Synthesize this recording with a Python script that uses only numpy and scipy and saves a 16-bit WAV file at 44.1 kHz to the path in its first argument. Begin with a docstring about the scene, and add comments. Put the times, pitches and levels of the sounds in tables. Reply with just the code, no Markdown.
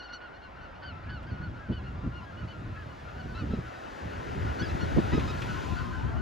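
"""Open fields: the nearest geese give short, high, arching yelps, their skein answers and a far flock babbles.
Each call is a bent tone with overtones; the open land adds a thin, dull tail.
Wind rumbles and thumps on the microphone, made of low noise; a soft murmur of shaped noise lies below.
Late on, a broad rush of noise, like the tyres of a passing car, swells and fades.
There are a few faint handling ticks, made of tiny dying bursts of noise."""
import sys
import numpy as np
from scipy import signal
from scipy.fft import rfft, irfft, next_fast_len
from scipy.io import wavfile
from scipy.ndimage import uniform_filter1d, map_coordinates

SR = 44100
rng = np.random.default_rng(int(sys.argv[2]) if len(sys.argv) > 2 else 0)


def unload_wav(signal):
    """Save mono or channel-first audio to the path in sys.argv[1] as 16-bit WAV at rate SR, clipped to [-1, 1]."""
    wavfile.write(
        sys.argv[1],
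        SR,
        np.round(np.clip(np.atleast_2d(signal).T, -1, 1) * 32767).astype(np.int16),
    )


N = 273861

# calls of the nearest geese: (start [s], length [s], pitch near the crest [Hz],
# fundamental [dB], octave [dB], higher overtones [dB])
NEAR_CALLS = [(-0.038, 0.074, 1485, -48, -49.5, -51), (0.018, 0.072, 1483, -53.5, -57.5, -55.5),
              (0.081, 0.076, 1444, -47, -58, -63), (0.122, 0.059, 1475, -46, -53, -51.5),
              (0.203, 0.088, 1462, -47.5, -61, -67), (0.336, 0.045, 1434, -63, -64, -68),
              (0.41, 0.092, 1414, -63, -59.5, -68), (0.55, 0.061, 1404, -58, -69, -76),
              (0.608, 0.065, 1487, -52.5, -68, -68), (0.746, 0.044, 1436, -55, -65.0, -72),
              (0.819, 0.12, 1534, -48, -54, -59.5), (1.063, 0.088, 1700, -49, -80, -84),
              (1.087, 0.12, 1506, -47, -58, -61.5), (1.266, 0.05, 1598, -52, -63, -67.5),
              (1.299, 0.062, 1475, -50.5, -67, -67), (1.411, 0.08, 1474, -46, -67, -64.5),
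              (1.535, 0.075, 1420, -53, -74, -75.5), (1.585, 0.11, 1650, -53, -77, -86),
              (1.712, 0.1, 1517, -55, -55, -64), (1.834, 0.085, 1445, -56, -60.5, -68),
              (2.145, 0.062, 1433, -54, -54, -66), (2.208, 0.059, 1021, -53.0, -72.0, -71),
              (2.365, 0.095, 1484, -55, -59, -70), (2.47, 0.082, 1500, -58, -55.5, -65.0),
              (2.758, 0.094, 1710, -50, -75, -80), (3.177, 0.054, 1490, -51.5, -61, -65),
              (3.276, 0.081, 1510, -51.5, -74, -69), (3.342, 0.095, 1348, -48, -57, -57.0),
              (3.374, 0.059, 1483, -46, -55.5, -59.5), (3.502, 0.079, 1330, -50.5, -64, -65),
              (4.103, 0.074, 1500, -50.5, -63, -69), (4.464, 0.062, 1448, -46, -59.5, -77),
              (4.589, 0.04, 1490, -40, -49, -46), (4.61, 0.054, 1680, -42, -51, -55),
              (4.641, 0.066, 1553, -53, -62, -56.5), (4.673, 0.053, 1326, -51, -52.5, -57),
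              (4.798, 0.056, 1437, -43, -53, -49.5), (5.116, 0.039, 996, -44.5, -41, -55),
              (5.125, 0.08, 1275, -43, -47.5, -53), (5.275, 0.049, 1277, -42.5, -48, -53.5),
              (5.471, 0.085, 1488, -44.5, -56, -71), (5.759, 0.075, 1523, -45.5, -60.5, -59.0),
              (5.924, 0.048, 1582, -45, -67.5, -74.0), (6.165, 0.07, 1478, -47.5, -61, -74)]
# a goose's throat: its higher overtones are level up to the first frequency [Hz],
# weaken by the second and die away by the third
THROAT_HZ = [4890, 5650, 7400]
# the rest of the near skein: (time [s], level [dB])
SKEIN_LEVEL = [(0, -59.5), (1.5, -56.5), (3, -56.5), (4.5, -58), (5.7, -51.5), (6.2, -55)]
# voice of the skein: (pitch [Hz], pitch spread [natural log], octave [dB], higher overtones [dB]),
# overtones compared with the fundamental
SKEIN_VOICE = (1440, 0.07, -13, -23.5)
# the big far flock: (time [s], level [dB])
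FLOCK_LEVEL = [(0, -62), (3, -61), (4.8, -59), (5.7, -47), (6.2, -49)]
# voice of the far flock, lower, more varied and dulled by the air: same columns as the skein's voice
FLOCK_VOICE = (1090, .19, -22, -33)
# wind rumble between the eddies, before the overall lift: (time [s], level [dB])
RUMBLE_LEVEL = [(0.0, -69), (0.6, -55), (1.28, -43), (3.08, -46.5), (3.53, -37), (3.79, -57), (4.01, -51.5),
                (4.17, -42.5), (5.14, -35.5), (5.62, -39), (6.1, -36.5)]
# colour of the wind rumble: (frequency [Hz], relative level [dB])
RUMBLE_COLOUR = [(20, -28.5), (40, -12.5), (62, 1), (84, 1), (140, -5.5), (250, -13), (400, -20),
                 (1200, -100.5)]
# eddies that hit the microphone: (middle [s], strength [dB], length [s])
EDDIES = [(1.095, -38.5, .17), (1.328, -31.5, 0.066), (1.405, -32.5, 0.026), (1.712, -26, .075),
          (2.058, -28.5, .1), (2.445, -34, .1), (2.699, -36, 0.17), (2.873, -37, 0.027),
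          (3.263, -33.5, 0.061), (3.431, -30, 0.081), (3.511, -31.5, 0.033), (3.539, -24.5, 0.029),
          (3.588, -28.5, .045), (4.069, -35.5, 0.067), (4.623, -27, .05), (4.753, -29.5, .03),
          (4.833, -27, .04), (4.983, -19, 0.056), (5.142, -23, 0.063), (5.183, -21, 0.023),
          (5.819, -35, 0.08)]
# how the wind splits between the two microphone ports:
# (time [s], unshared part [dB], lift on the left and equal cut on the right [dB])
PORTS = [(3.9, -13.5, 0.1), (4.98, -0.5, 0.4), (5.3, -6.5, 0.7), (5.8, -1, 3)]
# swell and fade of the tyre roar:
# (peak time [s], peak level [dB], approach [s], retreat [s], loss per tenfold distance [dB])
ROAR_PASS = (5, -36, 1.5, 1.13, 75.5)
# swell and fade of the tread spray: same columns as the roar
HISS_PASS = (5.5, -48.5, 1.12, 0.36, 34.5)
# colour of the tyre roar: (frequency [Hz], relative level [dB])
ROAR_COLOUR = [(100, -17), (280, -0.5), (390, -2.5), (490, -3.5), (830, -3), (1230, -8.5), (1950, -13.5),
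               (2800, -29), (6000, -59.5)]
# colour of the tread spray: (frequency [Hz], relative level [dB])
HISS_COLOUR = [(1200, -19), (2600, 1.5), (4500, -6), (6800, -12), (14500, -27)]
# how the road reaches the two channels:
# (frequency [Hz], likeness [0-1], left leads by [radians], left minus right [dB])
ROAD_IMAGE = [(200, 0.1, -0.5, -1.5), (650, 0.97, -2.5, 2), (1125, 0.95, -3, 3.5), (1640, 1, -6, 9.5),
              (2960, 1, -6, 1.5), (5940, 0.89, -7, 0), (10650, 1, -1.5, 0)]
# handling ticks: (time [s], strength before shaping [dB])
TICKS = [(1.232, -64.5), (5.2, -51.5), (5.424, -48.5)]
# colour of the distant land: (frequency [Hz], relative level [dB])
MURMUR_COLOUR = [(25, -5), (65, 1), (110, -11.5), (430, -14), (560, -6.5), (1500, -14), (2160, -18),
                 (5400, -36.5), (8000, -75.5)]
# how the open land reaches the two channels: same columns as the road
FIELD_IMAGE = [(150, 0.8, -0.51, -2), (320, 0.6, -2, -4), (670, 0.83, -1.17, -6), (1270, 0.7, -1.5, 1.5),
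               (2410, .995, -0.9, -1.5)]

# longer calls bend further; the pitch crests after a quick rise plus a share of the call
ARCH_PER_S, RISE_S, RISE_SHARE = 4.3, 0.01705, 0.1896
# top overtones are weaker, the more so in longer calls
SHORT_CALL_S, TOP_LOSS_DB_PER_S, TOP_LOSS_DB = 0.058, 346.5, 8.5
RUMBLE_LIFT_DB = 3
# a typical eddy: its strength and the top of its thump
EDDY_DB, EDDY_EDGE_HZ = -28.5, 203.5
# stronger eddies reach higher; pressure grows with the square of the speed
EDDY_BRIGHTENS, EDDY_SKEW = 0.5, 0.07
FAR_ROAD_DB = -53.5  # roar that remains while the car is far off
LOW_CUT_HZ, TOP_HZ = 26, 14500  # bass roll-off and upper limit of the microphone


def amp(db):
    """Turn decibels into gain."""
    return 10 ** (np.asarray(db) / 20)


def unit(x):
    """Scale a sound to an rms level of 1."""
    return x / np.sqrt(np.mean(x ** 2) + 1e-20)


def along(points, hz):
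    """Read levels from a table of frequencies, on a log scale as hearing works."""
    knots_hz, level = np.transpose(points)
    return np.interp(np.log(hz + 1), np.log(knots_hz + 1), level)


def curves(rows):
    """Join the table's moments into one smooth-running value per sample for each later column."""
    s, *cols = np.transpose(rows)
    return [np.interp(np.arange(N) / SR, s, c) for c in cols]


def wobble(rate, size=N):
    """Draw a smooth random curve through `rate` random points a second."""
    points = rng.standard_normal(int(size * rate / SR) + 4)
    return map_coordinates(points, [np.arange(size) * rate / SR])


def filtered(x, response):
    """Scale each frequency of a sound by response(hz)."""
    n = x.shape[-1]
    m = next_fast_len(n + 8192)
    hz = np.fft.rfftfreq(m, 1 / SR)
    return irfft(rfft(x, m) * response(hz), m)[..., :n]


def add(track, sound, s):
    """Mix a sound into a track from time s on, cut at the track's ends."""
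    start = round(s * SR)
    lo, hi = max(start, 0), min(start + sound.shape[-1], N)
    if hi > lo:
        track[..., lo:hi] += sound[..., lo - start:hi - start]


def rush(colour, image, patchy_db):
    """Coloured stereo noise with soft patches, and a likeness, phase and balance for each frequency."""
    z = signal.stft(rng.standard_normal((2, N)), nperseg=512)[2]
    # smooth a random field over frequency, then over time
    patches = uniform_filter1d(rng.standard_normal(z.shape[1:]), size=4, axis=0)
    patches = unit(uniform_filter1d(patches, size=12, axis=1))
    pair = signal.istft(z * amp(patchy_db * patches), nperseg=512)[1][:, :N]

    size = next_fast_len(N + 8192)
    hz = np.fft.rfftfreq(size, 1 / SR)
    a, b = rfft(pair, size) * amp(along(colour, hz))
    knots, *cols = np.transpose(image)
    alike, lead, tilt_db = [np.interp(np.log(hz + 1), np.log(knots), c) for c in cols]
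    # left and right share noise a and take opposite amounts of noise b
    sides = np.array([[1], [-1]])
    turn = np.arccos(np.clip(alike, 0, 1)) / 2
    both = np.cos(turn) * a + sides * np.sin(turn) * b
    both = both * np.exp(0.5j * sides * lead) * amp(sides * tilt_db / 2)
    return unit(irfft(both, size)[:, :N])


def yelp(pitch_hz, length, levels_db, jitter, rasp):
    """One call: the pitch arches and falls, overtones bloom mid-call, and the ragged onset rasps."""
    size = max(int(length * SR), 64)
    u = np.linspace(0, 1, size)  # progress through the call
    crest = RISE_S / length + RISE_SHARE
    arch = 1 - ARCH_PER_S * length * (u - crest) ** 2
    pitch = pitch_hz * arch * (1 + jitter * wobble(293.5, size=size))
    phase = 2 * np.pi * np.cumsum(pitch) / SR
    effort = np.abs(np.sin(np.pi * u ** 0.86)) ** 0.54

    root_db, octave_db, high_db = levels_db
    top_db = high_db - TOP_LOSS_DB - TOP_LOSS_DB_PER_S * max(length - SHORT_CALL_S, 0)
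    k = np.arange(2, 6)[:, None]  # overtone numbers; 2 is the octave
    upper_db = np.interp(k * pitch_hz, THROAT_HZ, [high_db, top_db, top_db - 19.5])
    upper_db = np.where(k == 2, octave_db, upper_db)
    # turbulent air makes each overtone fade and swell on its own
    twinkle_db = 2.7 * np.array([wobble(67, size=size) for _ in k])
    upper = np.sum(amp(upper_db + twinkle_db) * np.sin(k * phase), axis=0)

    voice = amp(root_db) * effort * np.sin(phase) + effort ** 1.38 * upper
    roughness = 1 + rasp * (1 - u) ** 4 * wobble(1401.5, size=size)
    return np.sqrt(2) * voice * roughness


def near_geese():
    """The calls that stand out, each with its own pitch and mix of overtones from the throat."""
    out = np.zeros((2, N))
    for s, length, hz, *levels_db in NEAR_CALLS:
        add(out, yelp(hz, length, levels_db, jitter=0.0062, rasp=1.32), s)
    return out


def chorus(level, voice, jitter, count):
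    """Many birds overlap, each call at its own pitch, strength and bearing."""
    out = np.zeros((2, N))
    pitch_hz, spread, *overtones_db = voice
    draws = rng.standard_normal((count, 5))
    for turn, (late, pitch, span, loud, bearing) in enumerate(draws):
        hz = pitch_hz * np.exp(spread * pitch)
        length = 0.058 * np.exp(0.2 * span)
        call = yelp(hz, length, (0, *overtones_db), jitter, rasp=1)
        bearing_db = 1 + 1.8 * bearing  # positive is towards the left
        pair = amp(1.3 * loud) * amp([[bearing_db], [-bearing_db]]) * call
        add(out, pair, (turn + late) / count * (N / SR + 0.1) - 0.1)
    return amp(curves(level)[0]) * unit(out)


def fields(x, t60):
    """Ground and far hedges scatter a thin, dull tail that dies by 60 dB in t60 seconds."""
    t = np.arange(SR // 2) / SR
    fading = rng.standard_normal((2, len(t))) * amp(-60 * t / t60)
    mid, side = filtered(fading, lambda hz: 1 / (1 + (hz / 3200) ** 4))
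    tail = unit(np.array([mid + side, mid - side])) / np.sqrt(len(t))
    return signal.fftconvolve(x, tail, axes=1)[:, :N]


def eddy(strength_db, length):
    """A puff of low noise; the harder it hits, the higher its thump reaches."""
    edge_hz = EDDY_EDGE_HZ * amp(EDDY_BRIGHTENS * (strength_db - EDDY_DB))
    noise = rng.standard_normal((2, int(length * SR)))
    flow = unit(filtered(noise, lambda hz: 1 / np.sqrt(1 + (hz / edge_hz) ** 6)))
    push = (flow + EDDY_SKEW * flow ** 2) * np.hanning(flow.shape[1])
    puff = filtered(push, lambda hz: hz ** 2 / (hz ** 2 + 48 ** 2))  # drop the slowest sway
    return amp(strength_db - 5.0) * np.array([unit(p) for p in puff])


def wind():
    """Moving air presses on the microphone: a lumpy rumble with thumping eddies."""
    apart = [(60, 0, 0.0098, 0.0047)]  # columns as the road image; the two sides are unlike
    lumps = unit(rush(RUMBLE_COLOUR, apart, patchy_db=1.6) * amp(2.17 * wobble(18)))
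    out = amp(curves(RUMBLE_LEVEL)[0] + RUMBLE_LIFT_DB) * lumps
    for s, strength_db, length in EDDIES:
        add(out, eddy(strength_db, length), s - length / 2)
    # as the wind turns across the microphone, its two ports stop sharing
    # their eddies and the left one takes more
    apart_db, left_db = curves(PORTS)
    side = amp(apart_db) * out[1]
    return np.array([amp(left_db) * (out[0] + side), amp(-left_db) * (out[0] - side)])


def pass_by(peak_s, peak_db, approach_s, retreat_s, loss_db):
    """Gain of a source that nears and leaves: it falls with distance, the closest point being 1."""
    t = np.arange(N) / SR - peak_s
    distance = np.hypot(1, t / np.where(t < 0, approach_s, retreat_s))
    return amp(peak_db - loss_db * np.log10(distance))


def car():
    """Tyre roar nears and passes over a faint far roar; the hiss of tread spray peaks a little later."""
    roar_gain = np.hypot(pass_by(*ROAR_PASS), amp(FAR_ROAD_DB))
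    roar = roar_gain * rush(ROAR_COLOUR, ROAD_IMAGE, patchy_db=1.5)
    hiss = pass_by(*HISS_PASS) * rush(HISS_COLOUR, ROAD_IMAGE, patchy_db=1.13)
    return roar + hiss


def ticks():
    """Small dry handling ticks: quickly dying noise, strongest near 2400 Hz."""
    out, t = np.zeros(N), np.arange(SR // 10) / SR
    for s, strength_db in TICKS:
        fade = amp(strength_db + 6.5 - 60 * t / 0.094)
        add(out, fade * rng.standard_normal(len(t)), s - 0.004)
    # (frequency [Hz], level [dB])
    colour = [(800, -1), (2400, 18.5), (4500, 2), (9000, -14), (14000, -24)]
    return filtered(out, lambda hz: amp(along(colour, hz)))


def murmur():
    """Distant roads and open land blend into a nearly steady, low noise."""
    level_db = -50.0 + 0.36 * wobble(2.2)
    return amp(level_db) * rush(MURMUR_COLOUR, FIELD_IMAGE, patchy_db=1.5)


def scene():
    """Geese above the fields, with wind and the road."""
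    geese = near_geese()
    skein = chorus(SKEIN_LEVEL, SKEIN_VOICE, jitter=0.0074, count=150)
    far_flock = chorus(FLOCK_LEVEL, FLOCK_VOICE, jitter=0.013, count=450)
    flock = skein + far_flock
    tail = fields(amp(-23.0) * geese + amp(-8) * flock, t60=0.32)
    return geese + flock + tail + wind() + car() + ticks() + murmur()


def record(dry):
    """The microphone rolls off the deepest bass and keeps nothing above its upper limit."""
    return filtered(dry, lambda hz: (hz < TOP_HZ) / np.hypot(1, (LOW_CUT_HZ / (hz + 1)) ** 2))


dry = scene()
out = record(dry)
unload_wav(out)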